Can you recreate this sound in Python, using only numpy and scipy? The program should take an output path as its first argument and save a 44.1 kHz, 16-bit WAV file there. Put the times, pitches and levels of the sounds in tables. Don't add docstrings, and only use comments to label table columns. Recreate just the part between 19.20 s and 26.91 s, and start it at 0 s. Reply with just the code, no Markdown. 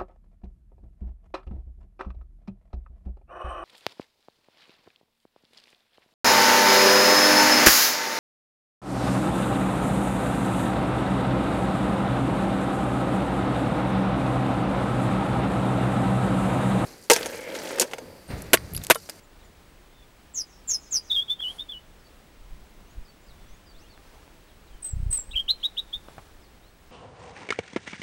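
import sys
import numpy as np
from scipy import signal
from scipy.fft import rfft, irfft, next_fast_len
from scipy.io import wavfile
from scipy.ndimage import uniform_filter1d

SR = 44100
rng = np.random.default_rng(int(sys.argv[2]) if len(sys.argv) > 2 else 0)


def digitize_waveform(pressure):
    field = np.atleast_2d(pressure).T
    bounded = np.clip(field, -1, 1)
    quanta = np.round(bounded * 32767).astype(np.int16)
    wavfile.write(sys.argv[1], SR, quanta)


N = 340011
TIME = np.arange(N) / SR


def robin(shrubs_db=-1.0, crags_db=-29.5, face_db=-38, valley_db=-36, echo_s=.122):
    song = syrinx([*sweeps(), *warbles(), *chips(), *thin_whistles(), *yodel()])
    near = song + gain_of(shrubs_db) * scatter(song, delay_s=.0017, rise_s=.0008, t60_s=.07)
    crags = gain_of(crags_db) * scatter(song, delay_s=.081, rise_s=.035, t60_s=.41)
    face = gain_of(face_db) * np.pad(near, (round(echo_s * SR), 0))[:N]
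    valley = gain_of(valley_db) * scatter(song, delay_s=.03, rise_s=.03, t60_s=.7)
    return near + crags + face + valley


def syrinx(notes, flutter_db=1.5, octave_db=-21, fade_s=.0021):
    out, flutter, shake = np.zeros(N), wander(190), wander(530)
    for start_s, hz, db, tremble in notes:
        span = slice(round(start_s * SR), round(start_s * SR) + len(hz))
        t = TIME[span]
        pitch = uniform_filter1d(hz, size=130) * (1 + tremble * shake[span])
        phase = 2 * np.pi * np.cumsum(pitch) / SR
        edge_s = np.minimum(t - t[0], t[-1] - t)
        fade = np.sin(np.pi / 2 * np.clip(edge_s / fade_s, 0, 1))
        level = gain_of(db + flutter_db * flutter[span]) * fade
        octave = gain_of(octave_db) / (1 + ((2 * pitch - 10600) / 1300) ** 4)
        out[span] += np.sqrt(2) * level * (np.sin(phase) + octave * np.sin(2 * phase))
    return out


def sweeps(tremble=.02, second_lag_s=.0081, second_s=.044, second_top_hz=7220, second_end_hz=5460):
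    # start_s, length_s, top_hz, shelf_hz, end_hz, bend (under 1 falls early), level_db, second_db
    notes = [(1.137, 0.098, 7600, 5970, 5005, 0.78, -32.5, -40.5),
             (1.474, 0.1, 7310, 6150, 5110, 0.91, -26, -34.5),
             (1.708, .086, 7400, 5740, 4860, 0.53, -24.5, -39)]
    for start_s, length_s, top_hz, shelf_hz, end_hz, bend, db, second_db in notes:
        t, progress = clock(length_s)
        slide = np.interp(progress, [.089, .59], [0, 1]) ** bend
        drop = np.interp(progress, [.59, .75], [0, 1])
        hz = top_hz + (shelf_hz - top_hz) * slide + (end_hz - shelf_hz) * drop
        yield start_s, hz, db + envelope_db(t, attack_s=.038, release_s=.025), tremble * (1 - .5 * drop)
        _, progress = clock(second_s)
        hz = second_end_hz + (second_top_hz - second_end_hz) * (1 - progress) ** 2
        yield start_s + second_lag_s, hz, second_db, tremble


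def warbles(tremble=.00067):
    # start_s, length_s, crest_s, turn_stretch, crest_hz, dip_hz, level_db, ramp_db (over the note)
    notes = [(1.897, 0.14, .039, 1.044, 3733, 3210, -26, -2.5),
             (2.189, 0.13, 0.0261, 0.98, 3437, 2907, -36, 5),
             (2.483, 0.12, 0.0199, 1.4, 3503, 2900, -40, -6)]
    # from_crest_s, height (0 dip, 1 crest)
    turn = [(-.04, 1.73), (-.023, .4), (-.008, .95), (.004, 1), (0.026, .1), (0.057, 0.079), (.095, .7)]
    for start_s, length_s, crest_s, stretch, crest_hz, dip_hz, db, ramp_db in notes:
        t, progress = clock(length_s)
        height = np.interp((t - crest_s) / stretch, *np.transpose(turn))
        hz = dip_hz + (crest_hz - dip_hz) * height
        level_db = db + ramp_db * progress + envelope_db(t, attack_s=.014, release_s=.044)
        yield start_s, hz, level_db, tremble


def chips(ease=2.7, tremble=.0046):
    # start_s, length_s, first_hz, top_hz, attack_s, level_db
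    notes = [(2.08, 0.051, 3210, 3556, 0.036, -24.5), (2.38, 0.04, 3050, 3668, 0.023, -33.5),
             (6.108, 0.02, 2780, 3980, 0.0098, -41), (6.279, 0.044, 2660, 4185, 0.021, -21),
             (6.428, 0.038, 2790, 3870, 0.015, -25), (6.567, 0.033, 2615, 3856, 0.016, -26.5),
             (6.726, 0.0322, 3070, 3660, 0.011, -29.5)]
    for start_s, length_s, first_hz, top_hz, attack_s, db in notes:
        t, progress = clock(length_s)
        hz = top_hz + (first_hz - top_hz) * (1 - progress) ** ease
        yield start_s, hz, db + envelope_db(t, attack_s, release_s=.014), tremble


def thin_whistles(flick_hz=1930, flick_s=.0043, arch_hz=881, arch_at_s=.0397, arch_width_s=.0437,
                  tremble=.0015):
    # start_s, length_s, rest_hz, level_db
    notes = [(5.622, 0.11, 7370, -33), (5.905, 0.12, 7383, -26)]
    for start_s, length_s, rest_hz, db in notes:
        t, _ = clock(length_s)
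        flick = flick_hz * np.exp(-t / flick_s)
        arch = arch_hz * np.exp(-((t - arch_at_s) / arch_width_s) ** 2)
        yield start_s, rest_hz + flick + arch, db + envelope_db(t, attack_s=.013, release_s=.12), tremble


def yodel(tremble=.00067):
    # time_s, pitch_hz, level_db
    contour = [(6.133, 2700, -43), (6.139, 2806, -39), (6.149, 2285, -48), (6.158, 3230, -29.5),
               (6.169, 3206, -24.5), (6.177, 2992, -21.5), (6.191, 3245, -28.5), (6.205, 3210, -32.5),
               (6.212, 3120, -47)]
    time_s, hz, db = np.transpose(contour)
    t = time_s[0] + clock(time_s[-1] - time_s[0])[0]
    yield time_s[0], np.interp(t, time_s, hz), np.interp(t, time_s, db), tremble


def fizz(song, hiss_db=-19.5):
    strength = np.sqrt(abs(uniform_filter1d(np.gradient(song) ** 2, size=200)))
    hiss = coloured([(200, -1.5), (2000, -.5), (7000, -.5), (12000, -1.5), (15500, -1)])
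    return gain_of(hiss_db) * strength * hiss


def far_bird(direct_db=-7.0, wet_db=-10.0, waver=.01, flicker_db=2.4):
    # start_s, length_s, first_hz, last_hz, bend (under 1 moves early), relative_db
    glides = [(0.03, 0.023, 7400, 6970, 0.76, -59), (0.202, 0.035, 4000, 3430, 0.75, -63),
              (.24, 0.021, 7700, 6850, 0.6, -60), (.48, .03, 8550, 8130, 1, -66),
              (0.711, 0.14, 3580, 3430, 2.2, -62), (1.29, 0.126, 5530, 5500, 1, -60),
              (2.79, .035, 5400, 4770, .8, -64), (2.845, .033, 4620, 4340, 2, -58),
              (3.67, .07, 6000, 6940, .8, -66), (3.846, 0.062, 6000, 4480, 0.25, -58.5),
              (4.012, 0.068, 7120, 7400, 1, -68), (4.056, .07, 5070, 3620, 1.25, -58.5),
              (4.165, 0.24, 3490, 3460, 0.8, -67), (4.275, 0.086, 5950, 6780, 1.6, -62),
              (4.457, 0.067, 5100, 4570, 0.46, -56.5), (4.534, 0.1, 3380, 6300, 1.2, -58),
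              (4.602, 0.11, 2620, 3700, 1.1, -62), (4.693, 0.076, 4580, 3520, 1.2, -58),
              (5.278, .045, 4300, 3200, 0.54, -61), (5.471, .11, 4400, 3030, 0.38, -62),
              (6.89, .04, 7600, 7300, .7, -63), (7.21, 0.06, 5340, 4200, 1.2, -62),
              (7.418, 0.072, 3630, 4340, 0.95, -59)]
    song = np.zeros(N)
    tremble = 1 + waver * wander(130)
    for start_s, length_s, first_hz, last_hz, bend, db in glides:
        t, progress = clock(length_s)
        glide = np.sin(np.pi / 2 * progress ** bend) ** 2
        pitch = (first_hz + (last_hz - first_hz) * glide) * tremble[round(start_s * SR):][:len(t)]
        note = np.sin(2 * np.pi * np.cumsum(pitch) / SR) * signal.windows.tukey(len(t), .2)
        add(song, start_s, np.sqrt(2) * gain_of(db) * note)
    song *= gain_of(flicker_db * wander(80))
    blur = scatter(song, delay_s=.0018, rise_s=.0024, t60_s=.079)
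    return gain_of(direct_db) * song + gain_of(wet_db) * blur


def wind(spread_db=2, eddy_gap_s=.032, jitter_s=.0017):
    # peak_s, half_length_s, level_db
    gusts = [(3.214, 0.021, -41), (3.352, 0.047, -38.5), (3.795, 0.032, -40.5), (4.173, .07, -46),
             (4.315, 0.025, -40.5), (4.583, 0.027, -46), (5.55, 0.03, -46), (5.843, 0.058, -27),
             (6.1, 0.071, -44), (6.28, 0.061, -45.5), (6.772, 0.0091, -37.5), (7.176, 0.019, -45)]
    # start_s, length_s, level_db, eddy_width_s
    buffets = [(3.784, .02, -31, .0055), (5.738, .18, -20, 0.0036), (6.095, .065, -30.5, 0.0068)]
    rumble = coloured([(8, 6), (22, 4), (40, 7), (65, -10.5), (110, -13.5), (220, -28), (500, -55),
                       (2000, -89)])
    out = sum(swell(*gust) for gust in gusts) * rumble
    for start_s, length_s, db, width_s in buffets:
        eddy_times = np.arange(start_s, start_s + length_s, eddy_gap_s)
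        for at_s, (late, strong, sign) in zip(eddy_times, rng.standard_normal(size=(16, 3))):
            offset = (TIME - at_s - jitter_s * late) / width_s
            eddy = (1 - offset ** 2) / (1 + offset ** 2 / 3) ** 3
            out += np.sign(sign) * gain_of(db + spread_db * strong) * eddy
    return out


def camera_knocks(soft_hz=2600):
    # start_s, push_db, contact_decay_s
    knocks = [(5.078, -42, .002), (5.988, -41, 0.0029), (6.8846, -33, 0.0021), (6.894, -51, 0.027),
              (6.981, -36.5, 0.0087)]
    # pitch_hz, width_hz, relative_db
    modes = [(121, 90, -4.5), (610, 640, 11), (920, 700, -45), (1380, 340, -45), (2400, 1000, -26)]
    push, t = np.zeros(N), np.arange(SR // 8) / SR
    for start_s, db, decay_s in knocks:
        add(push, start_s, gain_of(db) * rng.standard_normal(len(t)) * np.exp(-t / decay_s))
    soft_push = signal.sosfilt(signal.butter(2, soft_hz, fs=SR, output="sos"), push)
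    ring = sum(gain_of(db) * np.exp(-np.pi * width_hz * t) * np.cos(2 * np.pi * hz * t)
               for hz, width_hz, db in modes)
    return signal.fftconvolve(soft_push, ring / np.linalg.norm(ring))[:N]


def twigs(ring_hz=1700, ring_s=.00052):
    # start_s, level_db
    ticks = [(2.2057, -31.5), (4.777, -37)]
    out = np.zeros(N)
    t, _ = clock(.01)
    for start_s, db in ticks:
        add(out, start_s, gain_of(db) * np.exp(-t / ring_s) * np.sin(2 * np.pi * ring_hz * t))
    return out


def leaves(flicker_db=.9):
    # peak_s, half_length_s, green_db, dry_db
    stirs = [(1.65, 0.19, -69, -85), (2.32, 0.07, -55, -58.5), (4.9, 0.16, -59.5, -81),
             (6.35, 0.38, -63, -77), (6.96, 0.12, -61.5, -68.5)]
    # frequency_hz, relative_db
    green_spectrum = [(100, -20.5), (350, 1.5), (900, 3.5), (2000, -8.5), (5000, -10), (11000, -20.5),
                      (15500, -30)]
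    dry_spectrum = [(1000, -33), (3300, 0), (7500, -7.5), (10000, 2), (12500, -6), (15500, -26)]
    flicker = gain_of(flicker_db * wander(70))
    rustle = sum(swell(peak_s, half_s, db) for peak_s, half_s, db, _ in stirs) * coloured(green_spectrum)
    crackle = sum(swell(peak_s, half_s, db) for peak_s, half_s, _, db in stirs) * coloured(dry_spectrum)
    return flicker * (rustle + crackle)


def valley_air(level_db=-52.5, swell_db=.47):
    # frequency_hz, relative_db
    spectrum = [(12, -31), (20, 0.5), (70, -8), (116, -16), (213, -14.5), (238, -18), (289, -16),
                (478, -19.5), (631, -21), (2470, -28), (3540, -30.5), (6020, -35.5), (8170, -37.5),
                (13500, -41.5), (15500, -43)]
    return gain_of(level_db + swell_db * wander(4.9)) * coloured(spectrum)


def camera_whine(frame_hz=29.97):
    # pitch_hz, level_db, throb_depth (0-1)
    tones = [(7881, -83, .9), (15735, -73, .5)]
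    throb = np.cos(2 * np.pi * frame_hz * TIME)
    return sum(np.sqrt(2) * gain_of(db) * (1 + depth * throb) * np.sin(2 * np.pi * hz * TIME)
               for hz, db, depth in tones)


def scatter(sound, delay_s, rise_s, t60_s):
    age = np.maximum(np.arange(SR) / SR - delay_s, 0)
    taps = rng.standard_normal(SR) * (rng.random(SR) < .05)
    taps *= (1 - np.exp(-age / rise_s)) * np.exp(-np.log(1000) * age / t60_s)
    return signal.fftconvolve(sound, taps / np.linalg.norm(taps))[:N]


def envelope_db(t, attack_s, release_s, onset_db=-21.5, ending_db=-19):
    attack = np.maximum(1 - t / attack_s, 0) ** 2
    release = np.maximum(1 - (t[-1] - t) / release_s, 0) ** 2
    return onset_db * attack + ending_db * release


def swell(peak_s, half_s, db):
    return gain_of(db) * np.exp(-((TIME - peak_s) / half_s) ** 2 / 2)


def wander(hz):
    return filtered_noise(lambda f: np.exp(-(f / hz) ** 2))


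def coloured(points):
    hz, db = np.transpose(points)
    return filtered_noise(lambda f: gain_of(np.interp(np.log(f + 1), np.log(hz + 1), db)))


def filtered_noise(shape):
    n = next_fast_len(N, True)
    spectrum = rfft(rng.standard_normal(n)) * shape(np.fft.rfftfreq(n, 1 / SR))
    noise = irfft(spectrum, n)[:N]
    return noise / np.sqrt(np.mean(noise ** 2) + 1e-20)


def clock(length_s):
    t = np.arange(round(length_s * SR)) / SR
    return t, t / length_s


def gain_of(db):
    return 10 ** (np.asarray(db) / 20)


def add(mix, start_s, sound):
    part = mix[round(start_s * SR):][:len(sound)]
    part += sound[:len(part)]


def scene():
    song = robin()
    birds = song + fizz(song) + far_bird()
    return (birds + valley_air() + leaves() + wind() + camera_knocks() + twigs() + camera_whine())[None]


def record(dry):
    edge_hz = 15850
    band_limit = signal.firwin(1023, edge_hz, window=("kaiser", 9), fs=SR)
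    return signal.oaconvolve(dry, band_limit[None], "same")


dry = scene()
out = record(dry)
digitize_waveform(out)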